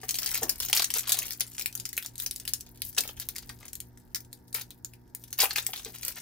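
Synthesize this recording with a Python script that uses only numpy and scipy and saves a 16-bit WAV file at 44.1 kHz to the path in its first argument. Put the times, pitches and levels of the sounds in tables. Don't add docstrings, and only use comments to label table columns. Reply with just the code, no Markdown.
import sys
import numpy as np
from scipy import signal
from scipy.fft import rfft, irfft, next_fast_len
from scipy.io import wavfile
from scipy.ndimage import uniform_filter1d, minimum_filter1d

SR = 44100
rng = np.random.default_rng(int(sys.argv[2]) if len(sys.argv) > 2 else 0)


def dump_mix(stems):
    frames = np.atleast_2d(stems).T
    limited = np.clip(frames, -1, 1)
    pcm = np.round(limited * 32767).astype(np.int16)
    wavfile.write(sys.argv[1], SR, pcm)


def gain_from_db(level_db):
    decades = np.asarray(level_db, float) / 20
    return 10 ** decades


N = 273881
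LEFT_RIGHT = np.array([[1], [-1]])


def in_time(rows):
    s, values = np.transpose(rows)
    return np.interp(np.arange(N) / SR, s, values)


def at_hz(points, hz):
    table_hz, db = np.transpose(points)
    return np.interp(np.log(hz + 1), np.log(table_hz), db)


def rms_one(x):
    return x / np.sqrt(np.mean(x ** 2) + 1e-20)


def band(x, low_hz, high_hz):
    sos = signal.butter(2, [low_hz, min(high_hz, .45 * SR)], "band", fs=SR, output="sos")
    return signal.sosfilt(sos, x + 1e-18)


def shaped(x, gain):
    size = next_fast_len(N)
    hz = np.arange(size // 2 + 1) * SR / size
    return irfft(rfft(x, size) * gain(hz), size)[..., :N]


def add(out, s, sound):
    i = round(s * SR)
    out[i:i + len(sound)] += sound[:N - i]


# mains_multiple, shaft_multiple, level_db (before the common gain), phase_offset_rad (+ left, - right)
HUM_LINES = [(2, 0, -57.5, .05), (4, 0, -62.5, 0.53), (6, 0, -69.5, .15), (8, 0, -77.5, 0.16),
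             (0, 2, -64, 0.064), (0, 3, -99.5, .15), (0, 5, -69, 0.28), (0, 16, -77.5, .2),
             (2, 1, -68.5, 0.13), (4, 1, -79, 0.33)]
# frequency_hz, relative_density_db (dB per Hz)
AIR_SPECTRUM = [(15, -29.5), (25, 6), (123, -4), (256, -6.5), (384, -9), (560, -18), (936, -15),
                (1040, -27), (1370, -25), (1700, -20.5), (2840, -45), (5430, -31.5), (7510, -56),
                (14400, -30), (16000, -43)]
# time_s, level_db
ARM_RUMBLE = [(0.0, -67), (0.67, -52.5), (0.71, -68), (3.11, -56.5), (5.29, -66), (5.38, -58.5),
              (6.21, -62.5)]


def background():
    mains_hz, shaft_hz, in_step_s = 60.01, 58.57, .07
    gain_db, sag_db_per_s, waver_db = 5, 0.69, 2
    air_db = -63
    t = np.arange(N) / SR - in_step_s
    waver = np.interp(t, np.arange(50) * 0.076, rng.standard_normal(50))
    common_db = gain_db - sag_db_per_s * t + waver_db * waver

    hum = np.zeros((2, N))
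    for mains, shaft, db, offset in HUM_LINES:
        line_hz = mains * mains_hz + shaft * shaft_hz
        phase = shaft * (shaft - 2) + offset * LEFT_RIGHT
        hum += gain_from_db(db - 2) * np.cos(2 * np.pi * line_hz * t + phase)

    mid, side, low = rng.standard_normal((3, N))
    unlike = band(side, 300, 18000) * 0.77 + 0.11 * side
    air = rms_one(shaped(mid + unlike * LEFT_RIGHT, lambda hz: gain_from_db(at_hz(AIR_SPECTRUM, hz))))
    low_mid = band(band(low, 30, 85), 40, 90)
    low_side = 0.31 * band(side, 30, 85)
    rumble = rms_one(low_mid + low_side * LEFT_RIGHT)
    return gain_from_db(common_db) * (hum + gain_from_db(air_db) * air) + gain_from_db(in_time(ARM_RUMBLE)) * rumble


# frequency_hz, relative_density_db (dB per Hz)
FOIL_COLOUR = [(180, -47), (300, -17), (392, -8.5), (470, -12), (634, -35.5), (762, -15), (856, -13),
               (4750, -1), (7570, -5.5), (14500, 3.5), (16000, 19.5)]


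def grains(per_s, spread_db, dull_db):
    sizes = gain_from_db(spread_db * np.minimum(rng.exponential(1, N), 3)) * rng.choice([-1, 1], N)
    clicks = sizes * (rng.random(N) < per_s / SR)
    dealt = rng.integers(0, 10, N)
    out = 0
    for k, hz in enumerate(np.geomspace(500, 15000, 10)):
        lift_db = dull_db * np.log2(5000 / hz)
        ticks = rms_one(band(clicks * (dealt == k), hz / 1.234, hz * 1.533))
        out = out + gain_from_db(at_hz(FOIL_COLOUR, hz) + lift_db) * ticks * np.sqrt(hz)
    return rms_one(band(out, 320, SR / 2))


# time_s, level_db (of the fine crinkle)
FINGER_EFFORT = [(0.0, -55), (0.14, -52), (0.26, -35), (0.53, -51.5), (0.85, -45.5), (1.24, -41.5),
                 (1.4, -57.5), (1.64, -52), (1.8, -59.5), (2.25, -62), (2.4, -57), (2.63, -62), (3.18, -57),
                 (4.08, -73.5), (5.14, -73.5), (5.55, -46.5), (5.86, -52), (6.21, -50.5)]


def crinkle():
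    dull_db_per_octave, dull_per_db = 1.5, 0.1138
    settle_s, settle_db = 0.021, -34.5
    level_db = in_time(FINGER_EFFORT)
    dull_db = dull_db_per_octave + dull_per_db * (level_db - level_db.mean())
    kicks = np.zeros(N)
    for s, db, hz, bright_db in CLEAR_SNAPS:
        kicks[round(s * SR)] += gain_from_db(db + settle_db)
    settling = signal.lfilter([1], [1, -np.exp(-1 / (settle_s * SR))], kicks)
    return (gain_from_db(level_db) + settling) * grains(per_s=3000, spread_db=12.5, dull_db=dull_db)


def lesser_snaps(count=400):
    per_s, over_crinkle_db, spread_db = 30.0, 12.0, 2.5
    gap, size, pitch, bright = rng.random((count, 4)).T
    s = np.cumsum(-np.log(gap + 1e-9) / per_s)
    effort_db = np.interp(s, *np.transpose(FINGER_EFFORT))
    db = effort_db + over_crinkle_db - spread_db * np.log(size + 0.15)
    rows = zip(s, db, 2500 * 2.7 ** pitch, 3.14 * bright - 6.5)
    return [row for row in rows if row[0] < N / SR]


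# start_s, level_db, upper_tone_share (0-1)
PACK_KNOCKS = [(0.032, -35, 0.67), (0.42, -30.5, 0.24), (0.431, -33, 0.6), (0.449, -46, 0.3),
               (0.697, -38, 0.83), (0.774, -47, 1), (0.954, -40, 0.5), (1.143, -37, .9),
               (2.985, -34.5, 0.4), (4.547, -44, 0), (5.412, -27, 0.93), (5.434, -20, 1), (5.455, -34, 0.9),
               (5.525, -43.5, .95), (5.689, -41, 0.73), (5.86, -40, 0.06)]
# lower_hz, upper_hz
PACK_TONES = (444, 764)


def knocks():
    cycles = 4.75
    t, out = np.arange(4000) / SR, np.zeros(N)
    noises = rng.standard_normal((len(PACK_KNOCKS), len(t)))
    for (s, db, upper), noise in zip(PACK_KNOCKS, noises):
        upper = np.clip(upper, 0, 1)
        for hz, share in zip(PACK_TONES, (1 - upper, upper)):
            swell = 1 - np.exp(-t / 0.0012)
            ring = np.sin(2 * np.pi * hz * t) * swell * np.exp(-t * hz / cycles)
            scuff = band(noise * np.exp(-t / 0.0096), hz / 1.62, hz * 1.9)
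            add(out, s, gain_from_db(db) * share * (ring + gain_from_db(3.0) * scuff))
    return out


# start_s, level_db, pitch_hz (of the ring), crack_over_ring_db (before fixed shares)
CLEAR_SNAPS = [(0.0328, -22.5, 1810, -24), (0.0454, -42.5, 6300, -33), (0.084, -27, 4950, -7),
               (0.091, -10, 6520, -16), (0.1083, -14, 6600, -10), (0.1431, -10.5, 4700, -26),
               (0.1541, -9.5, 6690, -28), (0.187, -10, 4800, -13), (0.2202, -24.5, 2660, -16),
               (0.2312, -20.5, 3040, -8), (0.2606, -15, 4730, -7.5), (0.2757, -20, 4740, -11),
               (0.3152, -15.5, 5370, -11), (0.345, -15.5, 2570, -7), (0.3535, -12.5, 2480, -12),
               (0.3757, -22, 5090, -13.5), (0.4319, -8, 5450, -13), (0.4942, -5.5, 4750, -11),
               (0.602, -10, 5540, -17), (0.623, -23, 3220, -7), (0.631, -14, 5310, -16),
               (0.6504, -26, 3100, -7), (0.6606, -25.5, 3110, -6), (0.6853, -17.5, 3100, -12),
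               (0.6985, -20, 2000, -7.5), (0.7296, -2, 2970, -17), (0.7502, -10.5, 5950, -15),
               (0.767, -10.5, 3050, -18), (0.7734, -5, 5630, -24), (0.7954, -4, 4810, -22),
               (0.821, -7.5, 4600, -16), (0.844, -12.5, 6600, -8), (0.9034, -17, 3070, -9.5),
               (0.9393, -9.5, 7020, -13), (0.9504, -18.5, 3900, -8), (0.9692, -20, 6640, -16),
               (0.9844, -14.5, 5590, -11), (0.9938, -24, 6600, -1), (1.0074, -25, 4500, -5),
               (1.033, -28, 3150, -41), (1.0728, -18, 3200, -24), (1.0941, -8, 5100, -14),
               (1.1205, -4.5, 4040, -6.5), (1.1443, -11, 4570, -19.5), (1.1718, -19.5, 3700, -17),
               (1.1892, -12.5, 6720, -10), (1.2218, -19, 2720, -14.5), (1.23, -24, 2000, -10),
               (1.259, -29, 2060, -18), (1.2816, -23, 3000, -15), (1.3071, -15.5, 5050, -16),
               (1.3219, -22, 6080, -12), (1.3322, -28, 4750, -6), (1.3982, -32, 5000, -4),
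               (1.407, -6, 6640, -14.5), (1.551, -34, 3000, -9), (1.5814, -16, 7200, -20),
               (1.5955, -13.5, 6600, -14), (1.6114, -20.5, 2340, -10.5), (1.6216, -24, 4630, -8),
               (1.6592, -11.5, 2490, -10), (1.727, -36, 3260, -5), (1.7521, -15.5, 6300, -13.5),
               (1.7762, -32, 6890, -4), (1.7994, -25.5, 6670, -5), (1.8538, -13.5, 5250, -15.5),
               (1.8907, -28, 5100, -6), (1.93, -26, 1980, -6.5), (1.9675, -28.5, 6780, -2),
               (1.9778, -11.5, 2520, -10), (2.0256, -22, 3630, -14), (2.0479, -23, 3650, -19),
               (2.061, -21.5, 6700, -10.5), (2.156, -34.5, 6890, -5), (2.18, -35, 5540, -1),
               (2.2003, -20.5, 3810, -8), (2.2216, -23.5, 6900, -14), (2.2626, -11.5, 6060, -18),
               (2.311, -19.5, 5960, -6.5), (2.361, -26.5, 6460, -6), (2.3996, -24.5, 5600, -13),
               (2.4526, -25, 2900, -13), (2.4776, -12.5, 5000, -16), (2.5356, -20, 6940, 0.5),
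               (2.6083, -31.5, 6100, -3.5), (2.6648, -32.5, 6600, -37), (2.8192, -23.5, 6600, 1.5),
               (2.9482, -33.5, 5730, -11), (2.9663, -30, 5500, -8), (2.9807, -9, 2620, -15),
               (3.0067, -17, 4600, -5), (3.0364, -24, 2220, -10), (3.0768, -21, 5500, -11.5),
               (3.0903, -21.5, 3200, -38), (3.1717, -30.5, 3350, -39), (3.1991, -18.5, 6210, -10.5),
               (3.2878, -20.5, 3950, -6), (3.3578, -23, 2100, -22), (3.3628, -18, 7060, -18.5),
               (3.3827, -19.5, 4700, -15.5), (3.4254, -29, 6340, -26), (3.493, -18.5, 4700, -25.5),
               (3.6292, -32.5, 2000, -23), (3.6541, -32.5, 2090, -9), (3.681, -25.5, 7200, -15.5),
               (3.7316, -31.5, 6700, -3), (3.7538, -29.5, 7500, -4.5), (3.803, -24, 6860, -9.5),
               (3.9742, -40.5, 2030, -7), (4.147, -14.5, 5300, -11.5), (4.158, -17.5, 5000, -14),
               (4.2048, -32.5, 5000, -10), (4.2485, -45.5, 6400, -5), (4.3294, -31.5, 7160, -4),
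               (4.4803, -52.5, 6860, -1), (4.5286, -30.5, 7000, -10), (4.5484, -20, 2230, -5.5),
               (4.6124, -22.5, 3900, -14), (4.7057, -26, 4020, -13.5), (4.8468, -22.5, 6500, -10),
               (4.936, -35, 2570, -12), (5.1492, -23, 6900, -8), (5.2386, -31, 5560, -9.5),
               (5.28, -36, 5980, -17), (5.3285, -18.5, 5460, -10), (5.3797, -24, 7340, -18),
               (5.3916, -19, 2100, -18), (5.405, -8, 4600, -8), (5.4174, -6, 4150, -11),
               (5.4562, -12, 2650, -18), (5.5082, -13, 4430, -30), (5.552, -42, 3900, -17),
               (5.56, -7.5, 2620, -24), (5.5752, -14, 2420, -24), (5.5829, -6, 3720, -27),
               (5.631, -37, 3960, -11), (5.6656, -10.5, 5900, -10), (5.7336, -14, 3130, -33),
               (5.7607, -21.5, 4290, -24), (5.777, -26, 3610, -11), (5.7959, -21, 3470, -30.5),
               (5.8482, -23.5, 3800, -10), (5.9938, -35, 6670, -16), (6.0312, -22, 2380, -11),
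               (6.0498, -20.5, 5600, -7), (6.0814, -12.5, 5700, -13.5), (6.168, -25, 4440, -25)]


def snaps():
    ring_db, crack_db, push_db = -7.0, -1.5, -29.5
    t = np.arange(400) / SR
    rings, cracks, pushes = np.zeros((3, N))
    every = list(CLEAR_SNAPS) + lesser_snaps()
    noises = rng.standard_normal((len(every), len(t)))
    for (s, db, hz, bright_db), noise in zip(every, noises):
        burst = rms_one(noise * np.exp(-t / 0.00067))
        ring = np.sin(2 * np.pi * hz * t) * np.exp(-t * hz / 2.47) * np.sign(noise[0])
        size_db = 2.7 * np.log2(4000 / hz)
        add(rings, s, gain_from_db(db + ring_db) * (ring + gain_from_db(-16.0) * burst))
        add(cracks, s, gain_from_db(db + crack_db + bright_db) * burst)
        add(pushes, s, gain_from_db(db + push_db + size_db) * burst)
    return band(rings, 1860, 10660) + band(cracks, 5670, 20000) + band(pushes, 367, 1300)


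# start_s, length_s, level_db, dullness_db_per_octave
CREASES_AND_RIPS = [(0.137, 0.037, -41, -4), (0.352, 0.026, -31, 2), (0.617, 0.038, -35.5, 1),
                    (0.753, 0.029, -26, 2), (0.955, 0.02, -27.5, 3), (1.073, 0.042, -35, 4),
                    (2.184, 0.062, -37.5, -1), (2.483, 0.016, -36.5, 0), (2.844, 0.06, -39.5, -3.5),
                    (2.975, 0.015, -22.5, 3.5), (3.042, 0.019, -47.5, 9), (3.199, 0.031, -40.5, 3.5),
                    (3.606, 0.0615, -60, 8.5), (5.556, 0.037, -32, 3.5), (4.542, 0.0334, -30.5, 2),
                    (4.576, 0.046, -40.5, 4), (5.388, 0.058, -21.5, 3.5), (5.483, 0.026, -41.5, 1.5),
                    (5.857, 0.026, -47, 6), (5.937, 0.026, -46, 4), (6.027, 0.089, -42.5, 3.5),
                    (6.16, 0.029, -43, 6.5)]


def runs():
    after_db, after_s = -23.0, .009
    dull_db, level = np.zeros((2, N))
    every = [(s, after_s, db + after_db, -2.5 - 0.25 * bright_db) for s, db, hz, bright_db in CLEAR_SNAPS]
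    every += list(CREASES_AND_RIPS)
    spans = [slice(round(s * SR), round((s + length) * SR)) for s, length, db, dull in every]
    for on, (s, length, db, dull) in zip(spans, every):
        dull_db[on] = dull
    rush = grains(per_s=4000, spread_db=6.5, dull_db=dull_db)
    for on, (s, length, db, dull) in zip(spans, every):
        local_rms = np.sqrt(np.mean(rush[on] ** 2))
        level[on] = np.maximum(level[on], gain_from_db(db) / local_rms)
    return uniform_filter1d(level, size=90) * rush


# start_s, level_db, decay_s (time constant)
TABLE_BUMPS = [(0.416, -37.5, 0.036), (2.985, -45, 0.023), (5.86, -47, 0.024)]


def bumps():
    t, out = np.arange(8000) / SR, np.zeros(N)
    noises = rng.standard_normal((len(TABLE_BUMPS), len(t)))
    for (s, db, decay_s), noise in zip(TABLE_BUMPS, noises):
        envelope = (1 - np.exp(-t / 0.0037)) * np.exp(-t / decay_s)
        add(out, s, gain_from_db(db) * rms_one(band(noise, 140, 800)) * envelope)
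    return out


# frequency_hz, difference_db
LEFT_EXCESS = [(300, 0.5), (2000, 3), (6000, -2), (10000, 2.5), (15000, 6.5)]


def two_ports(x, lag_s, pan_db):
    side = LEFT_RIGHT / 2
    hz = np.arange(len(x) // 2 + 1) * SR / len(x)
    level = gain_from_db(side * (at_hz(LEFT_EXCESS, hz) + pan_db))
    delay = np.exp(2j * np.pi * hz * side * lag_s)
    return irfft(rfft(x) * level * delay, len(x))


# centre_hz, t60_s, level_db (before a left-right tilt), left_right_likeness (0-1)
ROOM_DECAY = [(288, 0.25, -5, 1), (790, 0.15, -7, 0.6), (1900, 0.15, -4, 0.18), (4950, 0.1, -1.5, 0.152),
              (9050, 0.17, -15, 0.09), (13700, 0.11, -7, .1)]
# delay_s (nominal, varied at random), level_db (before the same tilt)
NEAR_ECHOES = [(.0027, -7.5), (.0055, -25), (.01, -37.5)]


def room_tail():
    t = np.arange(int(.4 * SR)) / SR
    tail = np.zeros((2, len(t)))
    for hz, t60, db, alike in ROOM_DECAY:
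        noise = rng.standard_normal((2, len(t)))
        mid, side = band(noise, hz / 1.53, hz * 1.335) * gain_from_db(-60 * t / t60)
        alike = np.clip(alike, 0, 1)
        both = np.sqrt(1 + alike) * mid + np.sqrt(1 - alike) * side * LEFT_RIGHT
        tail += gain_from_db(db) * both * np.sqrt(10 / t60 / SR)
    for late, db in NEAR_ECHOES:
        at = round(late * SR * rng.uniform(0.76, 1.1))
        tail[0, at] += gain_from_db(db)
        tail[1, at + rng.integers(0, 6)] += gain_from_db(db)
    return tail


def room(x, count=70):
    right_lag_s, lag_spread_s, pan_spread_db = 3.6e-5, 2.5e-5, 0.36
    out, edges = np.zeros((2, N)), np.linspace(0, N, count + 1).astype(int)
    for a, b in zip(edges, edges[1:]):
        shift, turn = rng.standard_normal(2)
        lag_s = right_lag_s + lag_spread_s * shift
        direct = two_ports(np.pad(x[a:b], (0, 256)), lag_s, pan_db=pan_spread_db * turn)
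        out[:, a:b + 128] += direct[:, :b - a + 128][:, :N - a]
        wet = signal.fftconvolve(x[None, a:b], room_tail(), axes=1)[:, :N - a]
        out[:, a:a + wet.shape[1]] += gain_from_db(2.2 * LEFT_RIGHT) * wet
    return out


def scene():
    return room(snaps() + crinkle() + runs() + knocks() + bumps()) + background()


def band_limit(x):
    return signal.sosfilt(signal.butter(12, 17140, fs=SR, output="sos"), x)


def record(dry):
    headroom = np.minimum(1, .8 / (np.abs(dry).max(axis=0) + 1e-9))
    held = dry * uniform_filter1d(minimum_filter1d(headroom, size=90), size=45)
    bass_cut = signal.sosfilt(signal.butter(3, 29, "high", fs=SR, output="sos"), held)
    top_cut = signal.sosfilt(signal.cheby2(14, 80, 16800, fs=SR, output="sos"), bass_cut)
    return band_limit(top_cut)


dry = scene()
out = record(dry)
dump_mix(out)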